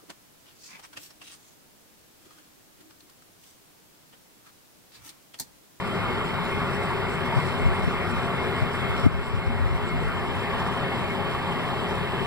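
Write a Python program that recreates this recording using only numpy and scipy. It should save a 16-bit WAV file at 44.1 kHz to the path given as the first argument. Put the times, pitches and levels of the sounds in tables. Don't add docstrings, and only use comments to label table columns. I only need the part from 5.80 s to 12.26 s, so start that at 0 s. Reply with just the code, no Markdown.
import sys
import numpy as np
from scipy import signal
from scipy.fft import rfft, irfft, next_fast_len
from scipy.io import wavfile
from scipy.ndimage import uniform_filter1d, map_coordinates

SR = 44100
rng = np.random.default_rng(int(sys.argv[2]) if len(sys.argv) > 2 else 0)


def wav_record(signal):
    frames = np.transpose(np.atleast_2d(signal))
    bounded = np.clip(frames, -1, 1)
    quanta = np.round(bounded * 32767).astype(np.int16)
    wavfile.write(sys.argv[1], SR, quanta)


N = 284886
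TIME = np.arange(N) / SR
TURN_S = .32


def fan_air(level_db=-27, flutter_db=.15, fade_db=2, fade_s=.28):
    # f/Hz, relative density/dB
    rush = [(25, -7), (60, -3.5), (125, -4), (320, -7), (520, -8), (1100, -2.5), (1550, -7.5), (2200, -9.5),
            (3300, -16.5), (4500, -25), (6400, -41), (7800, -34), (11500, -40.5), (15300, -41)]
    # f/Hz, width/Hz, lift/dB
    room_modes = [(55, 9.8, 7.5), (84.9, 9.8, 10), (98.5, 10.4, 9.5), (136.3, 17, 12), (168, 13, 11),
                  (188, 15.5, 11), (223.5, 24.7, 7.5), (250.6, 18.3, 9), (297.6, 9.4, 4.5),
                  (368.6, 48, 9.5), (414.3, 39, 10), (470, 32, 4.5), (545, 24.5, 8), (630, 32, 4),
                  (700, 27, 5), (819, 30, 3.5), (905, 44, 3), (1130, 37, 2.5), (1190, 25, 2.5),
                  (1374, 89, 2.5)]
    # f/Hz, width/Hz, lift/dB
    housing_modes = [(2146, 65, 4.5), (3140, 130, 7.5), (3553, 41, 5), (10800, 500, 2), (12800, 780, 2)]
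    # f/Hz, gain/dB
    reflection = [(400, -0.55), (800, 1), (1100, -0.1), (1400, -3.5), (1750, 0.7), (2200, -2), (3000, 1),
                  (8000, -0.3)]

    def response(hz):
        lift_db = sum(db * bell(hz, f, width) for f, width, db in room_modes + housing_modes)
        return at_ports(hz) * amp(along(rush, hz) + lift_db)

    air = unit(filtered(rng.standard_normal((2, N)), response).sum(axis=1))
    bass = filtered(air, lambda hz: 1 / (1 + (hz / 500) ** 6))
    air = bass + churned(air - bass, depth_db=1.33)
    air = air + tilt() * filtered(air, lambda hz: amp(along(reflection, hz)) - 1)
    fade_in_db = -fade_db * np.maximum(1 - TIME / fade_s, 0)
    return air * amp(level_db + fade_in_db + flutter_db * wobble(10))


def wavering_hum(air, hum_hz=392, width_hz=100, waver_db=.8):
    # t/s, gain/dB
    swell = [(0, -2.5), (.5, -1), (1, -.5), (1.7, -0.5), (2.5, 1), (2.85, -.5), (4, -0.5), (4.35, 1.5),
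             (4.9, -2.5), (5.3, 1.5), (5.75, -1.5), (6.3, 1.5)]
    hum = filtered(air, lambda hz: bell(hz, hum_hz, width_hz))
    gain = amp(np.interp(TIME, *np.transpose(swell)) + waver_db * wobble(12))
    return air + hum * (gain - 1)


def whistles(flicker_db=4):
    # f/Hz, width/Hz, level/dB, change as the hoop tilts/dB
    resonances = [(5436, 42, -66.5, -9), (7530, 50, -71, -10)]
    out = np.zeros((2, N))
    for centre, width, db, tilted_db in resonances:
        ring = filtered(rng.standard_normal((2, N)), lambda hz: bell(hz, centre, width))
        flicker = amp(flicker_db * np.tanh(wobble(20)))
        out += unit(ring * flicker) * amp(db + tilted_db * tilt())
    return out


def ticking(echo_db=-11, echo_t60=.099, knock_db=-29):
    # t within the turn/s, mean level/dB, f/Hz, length/s
    contacts = [(.0745, -33.5, 8700, .00027), (.1258, -37.5, 8700, .00027)]
    turn, age = np.divmod(TIME, TURN_S)
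    scatter_db = 1.3 * rng.standard_normal((int(turn[-1]) + 1, len(contacts)))
    strengths = amp(scatter_db)[turn.astype(int)].T
    ticks = sum(strength * amp(db) * blip(age - s, hz, length)
                for strength, (s, db, hz, length) in zip(strengths, contacts))
    tail = rng.standard_normal((2, SR // 5)) * amp(-60 * TIME[:SR // 5] / echo_t60)
    echo = signal.fftconvolve(ticks[None], tail / np.linalg.norm(tail[0]), axes=1)[:, :N]
    knock = amp(knock_db) * blip(age - .066, hz=400, length_s=.0026)
    left = .5 * np.roll(ticks, 8)
    return np.array([left, ticks]) + amp(echo_db) * echo + knock


def bearing(level_db=-57, swing_db=1, rough_db=3, tight_s=.11):
    # f/Hz, relative density/dB
    spectrum = [(4500, -8), (5500, 2.5), (6400, -15), (7600, 0), (9000, -7.5), (12000, -15.5), (15000, -26)]
    pressure = np.cos(2 * np.pi * (TIME - tight_s) / TURN_S)
    rub = unit(churned(noise(spectrum), depth_db=5))
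    return rub * amp(level_db + swing_db * pressure + rough_db * wobble(30))


def bearing_chirps(width_hz=980, grain_db=3):
    # t/s, level/dB, length/s, f/Hz
    chirps = [(.395, -60, .03, 7550), (.455, -58, .04, 7550), (1.043, -57, .04, 8040),
              (1.325, -57, .07, 7700), (1.812, -58, 0.046, 7840), (2.32, -56, .03, 7700),
              (2.775, -58, .04, 8050), (3.455, -56, .05, 7850), (4.08, -52.5, .03, 7600),
              (4.225, -57, .06, 7800), (4.387, -57, 0.029, 7600), (6.025, -59, .05, 7700)]
    grain = unit(amp(grain_db * wobble(200)))
    return grain * sum(amp(db) * bell(TIME, s, length) * unit(noise_band(hz, width_hz))
                       for s, db, length, hz in chirps)


def whine(pitch_hz=2151, rise_hz=13, wander_hz=9, flicker_db=3.5, trim_db=-1.2):
    # t/s, level before the trim/dB
    envelope = [(0.0, -50), (0.26, -43), (0.6, -49), (0.88, -43), (1.35, -51), (1.55, -43.5), (2.1, -45),
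                (2.33, -51), (2.62, -41.5), (2.9, -49), (3.2, -44), (4.35, -44.5), (4.68, -58), (4.95, -44),
                (5.25, -44), (5.4, -50), (6.46, -52)]
    hz = pitch_hz + rise_hz * tilt() + wander_hz * np.array([wobble(30), wobble(30)])
    tone = np.sin(2 * np.pi * np.cumsum(hz, axis=1) / SR) * amp(flicker_db * wobble(30))
    heard = unit(filtered(tone, at_ports).sum(axis=1))
    return heard * amp(trim_db + np.interp(TIME, *np.transpose(envelope)))


def draught(calm_db=-51, lumps_db=3.5, leak=.76, puff_leak=.54, stray_gain=.16):
    # t of the crest/s, level/dB, time to fall 10 dB/s
    gusts = [(1.87, -23.5, 0.22), (2.38, -21, 0.02), (3.26, -28, 1), (3.72, -25, 0.48)]
    # f/Hz, relative density/dB
    buffet = [(20, -14), (50, 5), (95, -6), (170, -6.5), (300, -31), (800, -47), (3000, -90)]
    # t/s, level/dB, f/Hz, length/cycles
    puffs = [(1.575, -11, 121, 2.4), (1.865, -12.5, 144, 1.7), (2.08, -12, 149, 1.4),
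             (2.829, -11.5, 120, 1.4), (3.251, -10.5, 109, 1.83), (3.258, -13, 330, 1.1),
             (3.266, -2, 255, 1.4), (3.2723, -1.5, 110, 1.32), (3.284, -12, 150, 2),
             (3.545, -11.5, 101, 1.5), (3.681, -11, 88, 2.1), (3.785, -21, 98, 8.9), (3.824, -12, 80, 3),
             (3.865, -18, 100, 3), (3.936, -22, 80.5, 3)]
    strength = amp(calm_db) + sum(amp(db) * gust(TIME - s, fall_s) for s, db, fall_s in gusts)
    pressure, stray = noise(buffet) * strength * amp(lumps_db * wobble(25.03))
    eddies = sum(amp(db) * blip(TIME - s, hz, cycles / hz) for s, db, hz, cycles in puffs)
    return np.array([pressure + eddies, stray_gain * stray - leak * pressure - puff_leak * eddies])


def scrapes(grain_db=3):
    # t/s, level/dB, length/s
    strokes = [(1.055, -53, .06), (1.33, -56, .05), (1.57, -54, 0.08), (1.67, -46.5, 0.14),
               (2.795, -51, .06), (3.2, -48, 0.08), (3.45, -49, 0.061), (4.087, -50, 0.023)]
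    # f/Hz, relative density/dB
    weave = [(2000, -14), (3800, 9), (5400, 4), (6400, -15),
             (7600, 1), (9200, -6), (11000, -13), (15000, -18)]
    envelope = sum(amp(db) * bell(TIME, s, length) for s, db, length in strokes)
    return envelope * unit(noise(weave) * amp(grain_db * wobble(400)))


def rustles(grain_db=2.5):
    # t/s, level/dB, length/s, f/Hz, width/Hz
    pulls = [(4.305, -36, 0.073, 1490, 890), (4.844, -34.5, 0.12, 990, 700), (4.996, -36, 0.16, 1050, 1000),
             (5.186, -37, 0.08, 1200, 1200)]
    out = np.zeros(N)
    for s, db, length, hz, width in pulls:
        rub = unit(noise_band(hz, width) * amp(grain_db * wobble(60)))
        out += amp(db) * bell(TIME, s, length) * rub
    return out


def bumps_and_puffs():
    # t/s, level before the envelope/dB, f/Hz, width/Hz, T60/s
    rings = [(.79, -27, 165, 35, 0.33), (1.1, -25, 950, 130, 0.092), (1.524, -21.5, 955, 130, 0.14),
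             (1.565, -26, 1130, 220, .2), (1.585, -26, 990, 200, .12), (3.65, -26, 175, 50, .16),
             (3.691, -20.5, 242, 50, 0.14), (4.09, -24.5, 155, 50, 0.7), (5.5485, -17, 1110, 100, 0.026)]
    out = np.zeros(N)
    for s, db, centre, width, t60 in rings:
        hz = centre + width / np.pi * wobble(120)
        ring = unit(np.sin(2 * np.pi * (np.cumsum(hz) / SR + rng.random())))
        age = np.maximum(TIME - s, 0)
        attack = 1 - np.exp(-age / (.068 * t60))
        out += amp(db) * ring * attack * amp(-60 * age / t60)
    return out


def crackle(level_db=-71, clicks_per_s=70, spread_db=3.5):
    onsets = rng.random(N) < clicks_per_s / SR
    clicks = onsets * amp(spread_db * np.minimum(rng.exponential(size=(2, N)), 2))
    return amp(level_db) * unit(filtered(clicks, lambda hz: bell(hz, centre=11000, width=5100)))


def at_ports(hz):
    # f/Hz, coherence/1, lag of the left/rad, left minus right/dB
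    ports = [(60, 0.58, 3.6, 5), (118, 0.24, 0.62, 9), (255, 0.95, 1.02, 2.5), (400, 0.85, 0.84, 1.5),
             (630, 0.64, 0.13, 0), (1210, 0.96, 0.1, -0.1), (1820, 0.89, 0.1, 1.5), (2270, 0.82, 1.63, 2),
             (3177, 0.94, 3.12, -1.0), (4190, 0.59, 5.3, 0), (5070, 1, 6.1, -2), (5230, 0.8, 7, 4),
             (6940, 1, 10.65, -1), (7830, 0.7, 12.1, -2), (9600, 0.55, 16.05, -3), (12000, 0, 18.6, 1),
             (15000, 0, 19, 2)]
    spread = np.arccos(np.clip(along(ports, hz, column=1), 0, 1)) / 2
    shared, opposed = np.cos(spread), np.sin(spread)
    left = np.exp(-.5j * along(ports, hz, column=2)) * amp(along(ports, hz, column=3) / 2)
    return np.array([[shared * left, opposed * left], [shared / left, -opposed / left]])


def churned(x, depth_db):
    spectra = signal.stft(x, nperseg=1024)[2]
    patches = uniform_filter1d(rng.standard_normal(spectra.shape[1:]), size=7, axis=0)
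    patches = uniform_filter1d(patches, size=6, axis=1)
    return signal.istft(spectra * amp(depth_db * unit(patches)), nperseg=1024)[1][:, :N]


def tilt(start_s=4.35, length_s=.263):
    return np.clip((TIME - start_s) / length_s, 0, 1)


def gust(age, fall_s, rise_share=.36):
    return amp(-10 * np.maximum(age, -age / rise_share) / fall_s)


def blip(age, hz, length_s):
    return bell(age, 0, length_s) * np.sin(2 * np.pi * hz * age)


def noise(spectrum):
    return unit(filtered(rng.standard_normal((2, N)), lambda hz: amp(along(spectrum, hz))))


def noise_band(centre_hz, width_hz):
    return filtered(rng.standard_normal(N), lambda hz: bell(hz, centre_hz, width_hz))


def filtered(x, response):
    size = next_fast_len(N + SR // 4)
    return irfft(rfft(x, size) * response(np.fft.rfftfreq(size, 1 / SR)), size)[..., :N]


def wobble(knots_per_s):
    knots = rng.standard_normal(int(N * knots_per_s / SR) + 4)
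    return map_coordinates(knots, [TIME * knots_per_s])


def along(table, hz, column=1):
    columns = np.transpose(table)
    return np.interp(np.log(hz + 1), np.log(columns[0] + 1), columns[column])


def bell(x, centre, width):
    return np.exp(-2 * ((x - centre) / width) ** 2)


def amp(db):
    return 10 ** (np.asarray(db) / 20)


def unit(x):
    return x / np.sqrt(np.mean(x ** 2) + 1e-20)


def scene():
    fan = wavering_hum(fan_air()) + whistles() + ticking() + bearing() + whine()
    return fan + draught() + scrapes() + bearing_chirps() + crackle() + rustles() + bumps_and_puffs()


def limited(x, ceiling_db=-4.5, release_db_per_s=3.5):
    peak_db = 20 * np.log10(np.abs(x).max(axis=0) + 1e-9)
    over_db = np.maximum(peak_db - ceiling_db, 0)
    creep_db = release_db_per_s * TIME
    cut_db = np.maximum.accumulate(over_db + creep_db) - creep_db
    return x * amp(-uniform_filter1d(cut_db, size=128))


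def record(dry):
    return filtered(limited(dry), lambda hz: hz < 15500)


dry = scene()
out = record(dry)
wav_record(out)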